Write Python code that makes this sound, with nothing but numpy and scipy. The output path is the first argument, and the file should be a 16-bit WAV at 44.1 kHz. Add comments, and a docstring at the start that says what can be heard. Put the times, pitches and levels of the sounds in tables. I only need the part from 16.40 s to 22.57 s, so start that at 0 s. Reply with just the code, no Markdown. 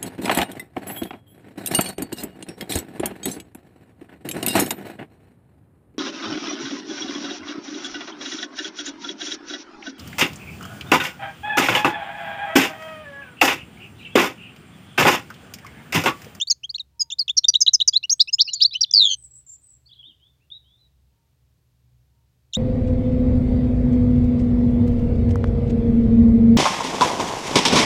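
"""From the start a goldfinch sings close by in a wire cage outdoors: quick gliding syllables, many of them
two-voiced from both sides of the syrinx, closing after 2.5 s on a falling buzz; it sounds again at the end.
From 1.8 s a second songbird answers from further off with wavering whistles, among them one echo of a
near note; pitch curves drive sines. A soft bump of low noise comes at 3.6 s; five faint hoots, falling
sines, are spread through the scene, over still air (coloured noise) and a low hum of two unsteady tones."""
import sys
import numpy as np
from scipy import signal
from scipy.fft import rfft, irfft
from scipy.io import wavfile
from scipy.ndimage import uniform_filter1d, minimum_filter1d

SR = 44100
rng = np.random.default_rng(int(sys.argv[2]) if len(sys.argv) > 2 else 0)


def transcribe(u):
    """Save the signal u as a 16-bit wav file named by the first command-line argument.

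    u: samples, shape (n,) or (channels, n), limited to [-1, 1]; the rate is SR.
    q: integer samples, one column per channel.
    """
    v = np.clip(np.atleast_2d(u).T, -1, 1)
    q = np.round(v * 32767).astype(np.int16)
    wavfile.write(sys.argv[1], SR, q)


N = 272097   # scene length [samples]


def from_db(db):
    """Decibels to gain."""
    return 10 ** (np.asarray(db) / 20)


def rms_one(x):
    """Scale to unit rms."""
    return x / np.sqrt(np.mean(x ** 2) + 1e-20)


def colour(x, spectrum):
    """Filter by a (frequency [Hz], level [dB]) curve, drawn over log frequency."""
    hz, db = np.transpose(spectrum)
    bins = np.maximum(np.fft.rfftfreq(2 * N, 1 / SR), 1)
    gain = from_db(np.interp(np.log(bins), np.log(hz), db))
    return irfft(rfft(x, 2 * N) * gain)[:N]


def noise(spectrum):
    """Coloured noise of unit rms."""
    return rms_one(colour(rng.standard_normal(N), spectrum))


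def drift(rate_hz):
    """Smooth random motion of unit rms: noise rolled off above the rate."""
    bins = np.fft.rfftfreq(N, 1 / SR)
    return rms_one(irfft(rfft(rng.standard_normal(N)) / (1 + (bins / rate_hz) ** 4), N))


def samples(start, end):
    """Sample indices of a note that fall in the scene, and how far through the note each is (0-1)."""
    at = np.arange(max(round(start * SR), 0), min(round(end * SR), N))
    return at, np.clip((at / SR - start) / (end - start), 0, 1)


def fade(progress, length_s, edge_s):
    """Ramp in and out at the ends of a note."""
    to_nearest_end_s = np.minimum(progress, 1 - progress) * length_s
    return np.sin(np.pi / 2 * np.clip(to_nearest_end_s / edge_s, 0, 1)) ** 2


def edges(at, edge_s):
    """Ramps at both ends of the audible part of a note."""
    return fade(np.linspace(0, 1, len(at)), len(at) / SR, edge_s)


def swell(progress, peak, depth_db, slow_rise=.45, curve=2.01):
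    """Level in dB of a note that grows to one peak and dies away; an early peak means a stronger start."""
    peak = np.clip(peak, .05, .95)
    before = (peak - progress) / max(peak, slow_rise)
    after = (progress - peak) / (1 - peak)
    return -depth_db * np.maximum(before, after) ** curve   # the curve rounds the peak


def whistle(hz):
    """Complex sine that follows a pitch curve."""
    return np.exp(2j * np.pi * np.cumsum(hz) / SR)


# What throat and beak let out of the overtones: (frequency [Hz], level [dB])
THROAT_RESPONSE = [(2000, -41.5), (4000, 2), (7000, -14), (7700, -32), (8500, -43), (12000, -44.5),
                   (14500, -38), (16000, -57.5)]
# Tone colour of the noisy rasp added around the near bird's notes: (frequency [Hz], level [dB])
RASP_SPECTRUM = [(400, -62), (1100, -47.5), (2150, -30), (2900, -12.5), (7000, 4.5), (8500, -33.5),
                 (12500, -18), (16000, -31.5)]


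def finch(third_db=-3, difference_db=-62, rasp_db=-57, strain_db=-51, clash_db=-39, catch_db=-27,
          catch_s=0.0046, coupling=.065):
    """All voices add up and distort together, giving overtones and combination tones, plus a noisy rasp."""
    tone, effort = np.zeros(N, complex), np.full(N, 1e-9)
    power, bright, catch = np.zeros(N), np.zeros(N), np.zeros(N)
    for at, note, overtone_db in [*finch_notes(), buzz()]:
        size = np.abs(note)
        tone[at] += note
        effort[at] += size
        power[at] += size ** 2
        bright[at] += size * from_db(overtone_db)
        # the rasp is stronger for a moment as a note starts and as it ends
        spit = np.exp(-np.arange(len(at)) / SR / catch_s)
        catch[at] += np.sqrt(np.mean(size) * size) * (spit + spit[::-1])
    swing = tone / effort
    voice = tone.real * (1 + coupling * (1 - np.abs(swing) ** 2))
    difference_tone = from_db(difference_db) * (np.abs(tone) ** 2 - power)
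    second = bright * swing ** 2
    third = from_db(third_db) * np.sqrt(bright * effort) * swing ** 3
    overtones = colour((second + third).real, THROAT_RESPONSE)
    # bright notes, and two voices sounding at once, are rougher
    clash = np.sqrt(np.maximum(effort ** 2 - power, 0))
    roughness = from_db(rasp_db) * effort + from_db(strain_db) * bright
    roughness = roughness + from_db(clash_db) * clash + from_db(catch_db) * catch
    rasp = colour(2 * roughness * rng.standard_normal(N), RASP_SPECTRUM)
    return voice + difference_tone + overtones + rasp + chips() + buzz_second_voice()


def finch_notes(edge_s=0.0022, shimmer_db=2.2, flutter_share=.0035):
    """Yield each syllable as (samples, tone, overtone dB), with a slight flutter in pitch and level."""
    flutter, tremble = drift(350), drift(140)
    for at, hz, level_db, overtone_db in [*dips(), *falling_pairs(), *glides()]:
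        level = from_db(level_db + shimmer_db * tremble[at]) * edges(at, edge_s)
        yield at, level * whistle(hz * (1 + flutter_share * flutter[at])), overtone_db


# Dips, a V in pitch:
# (start [s], end [s], final pitch [Hz], level before the gesture [dB], overtone strength [dB])
DIP_NOTES = [(-0.005, 0.039, 3810, -15, 4.5), (0.701, 0.745, 3788, -23.5, 7.5),
             (0.879, 0.916, 3714, -14.5, -8), (1.138, 1.173, 4083, -9.5, -3.5),
             (1.263, 1.298, 4162, -6, -11.5), (1.401, 1.43, 4090, -8.5, -7), (6.133, 6.171, 3930, -19, 9)]
# The gesture all dips share, weakest before its end at the bottom of the V:
# (share of the note [0-1], pitch [ratio to final pitch], level [dB])
DIP_GESTURE = [(0, 1.06, -4.5), (.1, .9, -4.5), (.19, .74, -12.5), (.29, .69, -15), (.43, .84, -6),
               (.54, .925, 1.5), (.72, .95, -2.5), (.88, .975, -9), (1, 1.0, -21.5)]


def dips():
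    """Yield each dip as (samples, pitch Hz, level dB, overtone dB): one gesture, stretched and transposed."""
    share, ratio, shape_db = np.transpose(DIP_GESTURE)
    for start, end, final_hz, level_db, overtone_db in DIP_NOTES:
        at, progress = samples(start, end)
        hz = final_hz * np.interp(progress, share, ratio)
        yield at, hz, level_db + np.interp(progress, share, shape_db), overtone_db


# Falling pairs, both sides of the syrinx sliding down in parallel:
# (start [s], end [s], first pitch [Hz], lowest pitch [Hz], upper voice higher by [Hz],
#  upper voice later by [s], lower voice level [dB], upper voice level [dB],
#  loudest at [share of the note], overtone strength [dB])
PAIR_NOTES = [(0.099, 0.131, 5900, 4220, 2014, 0.0069, -12.5, -15, 0.23, 12),
              (0.594, 0.634, 5470, 4855, 1680, 0.0093, -15.5, -20, 0.45, 11),
              (0.967, 0.997, 5970, 4174, 1330, 0.0049, -11, -7, 0.41, 4.5),
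              (1.082, 1.104, 4960, 4600, 1130, 0.0021, -6, -3.5, .24, 3.5),
              (1.204, 1.236, 6300, 4903, 1320, 0.0017, -9.5, -9.5, 0.53, 10),
              (1.332, 1.363, 6770, 5010, 1020, .002, -6.5, -12, .45, 8.5),
              (1.476, 1.5, 5950, 4730, 1160, 0.0006, -6.5, -9, 0.17, 4)]


def falling_pairs(depth_db=21, turn=0.85):
    """Yield both voices of each pair: they fall, bottom out and turn up a little as they fade."""
    for (start, end, first_hz, lowest_hz, gap_hz, late_s,
         lower_db, upper_db, peak, overtone_db) in PAIR_NOTES:
        for lag_s, above_hz, level_db in (0, 0, lower_db), (late_s, gap_hz, upper_db):
            at, progress = samples(start + lag_s, end)
            slide = (at / SR - start) / (end - start)
            # the pitch is lowest at the turn, a share of the note
            hz = lowest_hz + above_hz + (first_hz - lowest_hz) * (1 - slide / turn) ** 2
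            yield at, hz, level_db + swell(progress, peak, depth_db), overtone_db


# Glides; rows that overlap at length sound two-voiced, rows that barely touch join into one arch.
# Ease 1 is a straight sweep; the higher the ease, the sooner the pitch levels off:
# (start [s], end [s], first pitch [Hz], last pitch [Hz], ease [exponent], level [dB],
#  loudest at [share of the note], overtone strength [dB])
GLIDE_NOTES = [(0.071, 0.096, 3240, 4620, 5.7, -22.5, 0.33, 16),
               (0.232, 0.262, 2440, 3310, 2.9, -25, 0.52, -5),
               (0.292, 0.317, 3800, 4920, 1.96, -24, 0.41, 2.5),
               (0.341, 0.369, 3055, 4330, 2.36, -25, 0.38, -0.5),
               (0.346, 0.367, 3800, 4550, 1, -24.5, 0.76, 4), (0.38, 0.391, 3900, 2640, 2.9, -32, 0.43, 0),
               (0.395, 0.419, 4670, 3690, 3.7, -21.5, 0.27, -3),
               (0.784, 0.792, 3570, 4950, 1.07, -20.5, 1, 12.5),
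               (0.791, 0.832, 5260, 4290, 2.8, -13.5, 0.12, 9),
               (1.04, 1.056, 2650, 3670, 5.2, -8.5, 0.7, -3.5),
               (1.552, 1.581, 3520, 4460, 1.016, -6, .55, -11.5),
               (1.531, 1.555, 3263, 3560, 1.08, -15, 0.5, -5),
               (1.631, 1.659, 2435, 2918, 2.54, -22.5, 0.65, -9),
               (1.694, 1.744, 3150, 6496, 5.1, -12, 0.77, 9.5),
               (1.695, 1.718, 3950, 6020, 2.1, -12.5, 0.29, 11),
               (1.716, 1.74, 6230, 5530, 1.3, -16, 0.42, 10.5),
               (1.794, 1.83, 3240, 4235, 1.57, -8, 0.49, -6),
               (1.795, 1.825, 3870, 5910, 0.77, -6.5, 0.55, 5),
               (1.875, 1.904, 2456, 3070, 0.68, -27, 0.55, 1.5),
               (1.927, 1.952, 4550, 5170, 3.8, -9.5, 0.66, -8),
               (1.925, 1.959, 6150, 7220, 1.04, -20.5, 0.44, 8),
               (1.983, 2.029, 2700, 4577, 0.92, -13, 0.55, -9),
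               (1.988, 2.025, 3050, 5960, 0.87, -5.5, 0.79, -4.5),
               (2.018, 2.036, 4830, 3480, 0.61, -17.5, 0.16, -8),
               (2.076, 2.105, 2470, 2955, 2.5, -23, 0.49, -10), (2.131, 2.154, 6810, 7210, 1, -19, 0.42, 7),
               (2.132, 2.153, 5100, 6430, 2, -21.5, 0.21, -6),
               (2.202, 2.245, 2564, 4130, 2.57, -14, 0.49, -21.5),
               (2.203, 2.241, 3600, 5584, 1.03, -6, 0.81, -10),
               (2.242, 2.27, 3350, 4600, 1.6, -7, 0.43, -13), (2.332, 2.347, 2200, 2650, 2.2, -35, .7, 15),
               (2.346, 2.375, 2350, 3057, 4, -18, 0.39, -11.5),
               (2.407, 2.423, 4720, 4770, 1, -18.5, 0.22, -12),
               (2.409, 2.425, 5770, 5515, 1.45, -9.5, 0.71, -2),
               (2.427, 2.451, 5500, 2650, 0.84, -9.5, 0.37, -21.5)]


def glides(depth_db=21.5):
    """Yield each glide: the pitch eases from its first value to its last under a single swell."""
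    for start, end, first_hz, last_hz, ease, level_db, peak, overtone_db in GLIDE_NOTES:
        at, progress = samples(start, end)
        hz = last_hz + (first_hz - last_hz) * (1 - progress) ** ease
        yield at, hz, level_db + swell(progress, peak, depth_db), overtone_db


# Tiny upward chips, some leading into syllables: (centre time [s], centre pitch [Hz], level [dB])
CHIP_NOTES = [(1.0371, 4200, -31), (1.1362, 4600, -36), (1.3339, 6110, -32), (1.3956, 3860, -40.5),
              (1.5285, 3960, -34), (1.538, 4786, -27), (1.548, 5010, -28.5), (1.6307, 3900, -28),
              (1.637, 4300, -30), (1.8756, 3950, -33), (2.2004, 4320, -31), (2.5129, 5720, -16.5),
              (2.5304, 6900, -25.5), (6.129, 4020, -44.5)]


def chips(length_s=0.0057, sweep=.3):
    """Each chip is a few milliseconds of tone swept upward."""
    out = np.zeros(N)
    for centre, hz, level_db in CHIP_NOTES:
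        at, progress = samples(centre - length_s / 2, centre + length_s / 2)
        tone = whistle(hz * (1 + sweep * (progress - .5))).real
        out[at] += from_db(level_db) * np.sin(np.pi * progress) ** 2 * tone
    return out


BUZZ_START_S, BUZZ_END_S, PUFFS_PER_S = 2.5365, 2.753, 103.6
BUZZ_DB, BUZZ_HOLD_S, BUZZ_FADE_DB_PER_S = -3.5, 0.088, 160
BUZZ_TAIL_DB, BUZZ_RELEASE_S = -15, .026   # the level at which it lingers, and its final release
BUZZ_OVERTONE_DB, BUZZ_BRIGHTENS_DB = -8.5, 25   # overtones at the start, and their gain by the end
# The closing buzz slides down: (time [s], pitch with the syrinx open [Hz])
BUZZ_PITCH = [(2.537, 4975), (2.581, 4397), (2.621, 3698), (2.681, 3240), (2.753, 3037)]


def buzz(relax=.6, roundness=1.2, leak=0.19, edge_s=0.0011, unevenness=.11, shimmer_db=1.83, lean=0.2,
         pinch_bend=.3, jitter=.012):
    """The syrinx pinches shut about 100 times a second, ever less tightly, each time bending pitch up."""
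    at, progress = samples(BUZZ_START_S, BUZZ_END_S)
    age = at / SR - BUZZ_START_S
    cycle = (PUFFS_PER_S * age + unevenness * np.sqrt(progress) * drift(50)[at]) % 1
    # each puff opens faster than it closes
    opening = np.abs(np.sin(np.pi * (cycle + lean * np.sin(np.pi * cycle))))
    bend = pinch_bend * (1 - relax * progress) * (1 - opening) ** 3
    pitch = np.interp(at / SR, *np.transpose(BUZZ_PITCH)) * (1 + bend + jitter * drift(150)[at])
    flow = leak * progress + (1 - leak * progress) * opening ** roundness
    level_db = BUZZ_DB - BUZZ_FADE_DB_PER_S * np.maximum(age - BUZZ_HOLD_S, 0)
    level_db = np.maximum(level_db, BUZZ_TAIL_DB)
    release = np.clip((BUZZ_END_S - at / SR) / BUZZ_RELEASE_S, 0, 1)
    level = from_db(level_db + shimmer_db * drift(80)[at]) * flow * release
    level = level * fade(progress, len(at) / SR, edge_s)
    return at, level * whistle(pitch), BUZZ_OVERTONE_DB + BUZZ_BRIGHTENS_DB * progress ** 3


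def buzz_second_voice(hz=4350, level_db=-32, start_s=2.683, edge_s=.012, jitter=0.031):
    """The other side of the syrinx joins the end of the buzz with a soft, rough tone."""
    out = np.zeros(N)
    at, progress = samples(start_s, BUZZ_END_S)
    tone = whistle(hz * (1 + jitter * drift(350)[at])).real
    out[at] = from_db(level_db) * fade(progress, len(at) / SR, edge_s) * tone
    return out


# The soft hiss that lies under the high calls: (frequency [Hz], level [dB])
HISS_SPECTRUM = [(3000, -30), (5000, -8.5), (6800, 0), (8000, -4.5), (9000, -29.5)]


def further_bird(overtone_db=-30, hiss_db=-26):
    """Pure whistles; the high calls carry a faint octave and some hiss."""
    high = wavering(high_calls(), jitter=0.0077)
    octave = from_db(overtone_db) * np.cos(2 * np.angle(high))
    hiss = from_db(hiss_db) * noise(HISS_SPECTRUM)
    return (wavering(further_whistles()) + high).real + np.abs(high) * (octave + hiss)


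def wavering(notes, edge_s=0.0017, jitter=0.012, shimmer_db=3.0):
    """Join notes into one complex whistle that wavers in pitch and level."""
    out, flutter, tremble = np.zeros(N, complex), drift(130), drift(100)
    for at, hz, level_db in notes:
        level = from_db(level_db + shimmer_db * tremble[at]) * edges(at, edge_s)
        out[at] += level * whistle(hz * (1 + jitter * flutter[at]))
    return out


# Further whistles, with one echo of a near note at 2.26 s:
# (start [s], end [s], first pitch [Hz], middle pitch [Hz], last pitch [Hz], level [dB])
FURTHER_WHISTLES = [(2.043, 2.065, 5660, 5110, 5500, -31.5), (2.061, 2.104, 5420, 4300, 4056, -30),
                    (2.104, 2.147, 4110, 3960, 3220, -34), (2.139, 2.184, 5180, 4380, 4560, -28),
                    (2.263, 2.304, 4694, 4560, 4492, -36), (2.309, 2.349, 3440, 3985, 3890, -30),
                    (2.335, 2.384, 3540, 3077, 3740, -41), (2.453, 2.551, 3430, 3533, 3180, -47),
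                    (3.457, 3.485, 4220, 4490, 4860, -51), (3.486, 3.513, 3610, 3304, 2790, -54),
                    (3.509, 3.539, 3790, 3500, 4400, -43.5), (3.53, 3.55, 3800, 3150, 2752, -57),
                    (3.554, 3.577, 3790, 3300, 3050, -53.5), (3.58, 3.626, 3360, 3310, 3410, -43.5),
                    (3.628, 3.688, 2860, 3487, 3700, -41.5), (3.687, 3.725, 3510, 3127, 2850, -49.5),
                    (3.797, 3.914, 2870, 3385, 3574, -59.5), (3.997, 4.058, 2200, 2700, 2850, -71.5),
                    (4.102, 4.184, 3348, 3780, 3825, -39.5), (4.241, 4.402, 3020, 3474, 3760, -60.5),
                    (4.384, 4.476, 4120, 3960, 3820, -60)]


def further_whistles(peak=.45, depth_db=10):
    """Yield each whistle as (samples, pitch Hz, level dB): an arc through three pitches."""
    for start, end, first_hz, middle_hz, last_hz, level_db in FURTHER_WHISTLES:
        at, progress = samples(start, end)
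        arc = np.polyfit([0, .5, 1], [first_hz, middle_hz, last_hz], 2)
        yield at, np.polyval(arc, progress), level_db + swell(progress, peak, depth_db)


# The further bird's thin high calls, pitches before vibrato:
# (start [s], end [s], first pitch [Hz], last pitch [Hz], level [dB])
HIGH_CALL_NOTES = [(1.755, 1.85, 7970, 8500, -60.5), (2.763, 2.812, 8420, 7900, -52),
                   (2.809, 2.881, 8100, 7720, -46), (2.905, 3.012, 7730, 7880, -46.5),
                   (3.064, 3.163, 7370, 7440, -41), (3.212, 3.371, 8320, 7520, -53)]


def high_calls(vibrato_hz=48, widest_vibrato=0.032, peak=0.64, depth_db=8):
    """Yield each high call likewise: a straight slide with a fast vibrato, wider in louder calls."""
    loudest_db = max(level_db for *_, level_db in HIGH_CALL_NOTES)
    for start, end, first_hz, last_hz, level_db in HIGH_CALL_NOTES:
        at, progress = samples(start, end)
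        depth = widest_vibrato * np.sqrt(from_db(level_db - loudest_db))
        vibrato = depth * np.cos(2 * np.pi * vibrato_hz * (at / SR - start))
        hz = (first_hz + (last_hz - first_hz) * progress) * (1 + vibrato)
        yield at, hz, level_db + swell(progress, peak, depth_db)


def scatter(x, t60):
    """Diffuse tail sent back by cage, ground and plants; longer tails also build up more slowly."""
    t = np.arange(SR) / SR
    tail = rng.standard_normal(SR) * from_db(-60 * t / t60) * (1 - np.exp(-40 * t / t60))
    return signal.fftconvolve(x, tail / np.sqrt(np.sum(tail ** 2)))[:N]


# Faint falling hoots far away: (start [s], length [s], first pitch [Hz], peak level [dB])
HOOT_NOTES = [(0.509, 0.26, 937, -67.5), (1.939, 0.25, 940, -74.5), (3.558, 0.18, 936, -82.5),
              (4.671, 0.26, 936, -78.5), (5.71, 0.17, 936, -78)]


def hoots(fall=0.0441, jitter=.004):
    """Each hoot swells and dies away while its pitch sags."""
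    out, waver = np.zeros(N), drift(40)
    for start, length, first_hz, level_db in HOOT_NOTES:
        at, progress = samples(start, start + length)
        hz = first_hz * (1 - fall * progress ** 2 + jitter * waver[at])
        out[at] += from_db(level_db) * np.sin(np.pi * progress) * whistle(hz).real
    return out


# Tone colour of the soft low bump: (frequency [Hz], relative level [dB])
BUMP_COLOUR = [(100, -23), (220, 11.5), (360, 5), (600, -19), (1500, -40)]


def bump(start_s=3.64, length_s=0.097, level_db=-67):
    """A short swell of low noise."""
    out = np.zeros(N)
    at, progress = samples(start_s, start_s + length_s)
    out[at] = from_db(level_db) * np.sin(np.pi * progress) * noise(BUMP_COLOUR)[at]
    return out


# Tone colour of the outdoor air: (frequency [Hz], relative level per Hz [dB])
AIR_SPECTRUM = [(25, -35.5), (40, -21), (55, -5), (140, -6), (200, -18.5), (450, -25.5), (1400, -34.5),
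                (4000, -34.5), (10000, -40.5), (13000, -38), (16000, -41.5)]
# Distant hum tones: (frequency [Hz], bandwidth [Hz], rms level [dB])
HUM_TONES = [(65.7, 7.4, -67.5), (122.7, 5.6, -69)]


def background(air_db=-66.5):
    """Still air as steady coloured noise, with two hum tones that drift in level and phase."""
    t = np.arange(N) / SR
    out = from_db(air_db) * noise(AIR_SPECTRUM)
    for hz, width_hz, level_db in HUM_TONES:
        wander = drift(width_hz / 2) + 1j * drift(width_hz / 2)
        out += from_db(level_db) * rms_one((wander * np.exp(2j * np.pi * hz * t)).real)
    return out


def scene():
    """The near bird is almost dry, the further one has more scatter; each has an early and a late tail."""
    near, far = finch(), further_bird()
    near = near + from_db(-30) * scatter(near, t60=.09) + from_db(-43.5) * scatter(near, t60=0.27)
    far = far + from_db(-7.0) * scatter(far, t60=0.14) + from_db(-15.0) * scatter(far, t60=0.49)
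    return (near + far + hoots() + bump() + background())[None]


def record(dry, ceiling=0.91, cutoff_hz=16000):
    """The top is cut steeply, and a fast limiter holds the loudest peaks under full scale."""
    x = signal.sosfilt(signal.ellip(10, .1, 70, cutoff_hz, fs=SR, output="sos"), dry)
    room_left = np.minimum(1, ceiling / (np.abs(x) + 1e-9))
    gain = uniform_filter1d(minimum_filter1d(room_left, size=257), size=257)
    return x * gain


dry = scene()
out = record(dry)
transcribe(out)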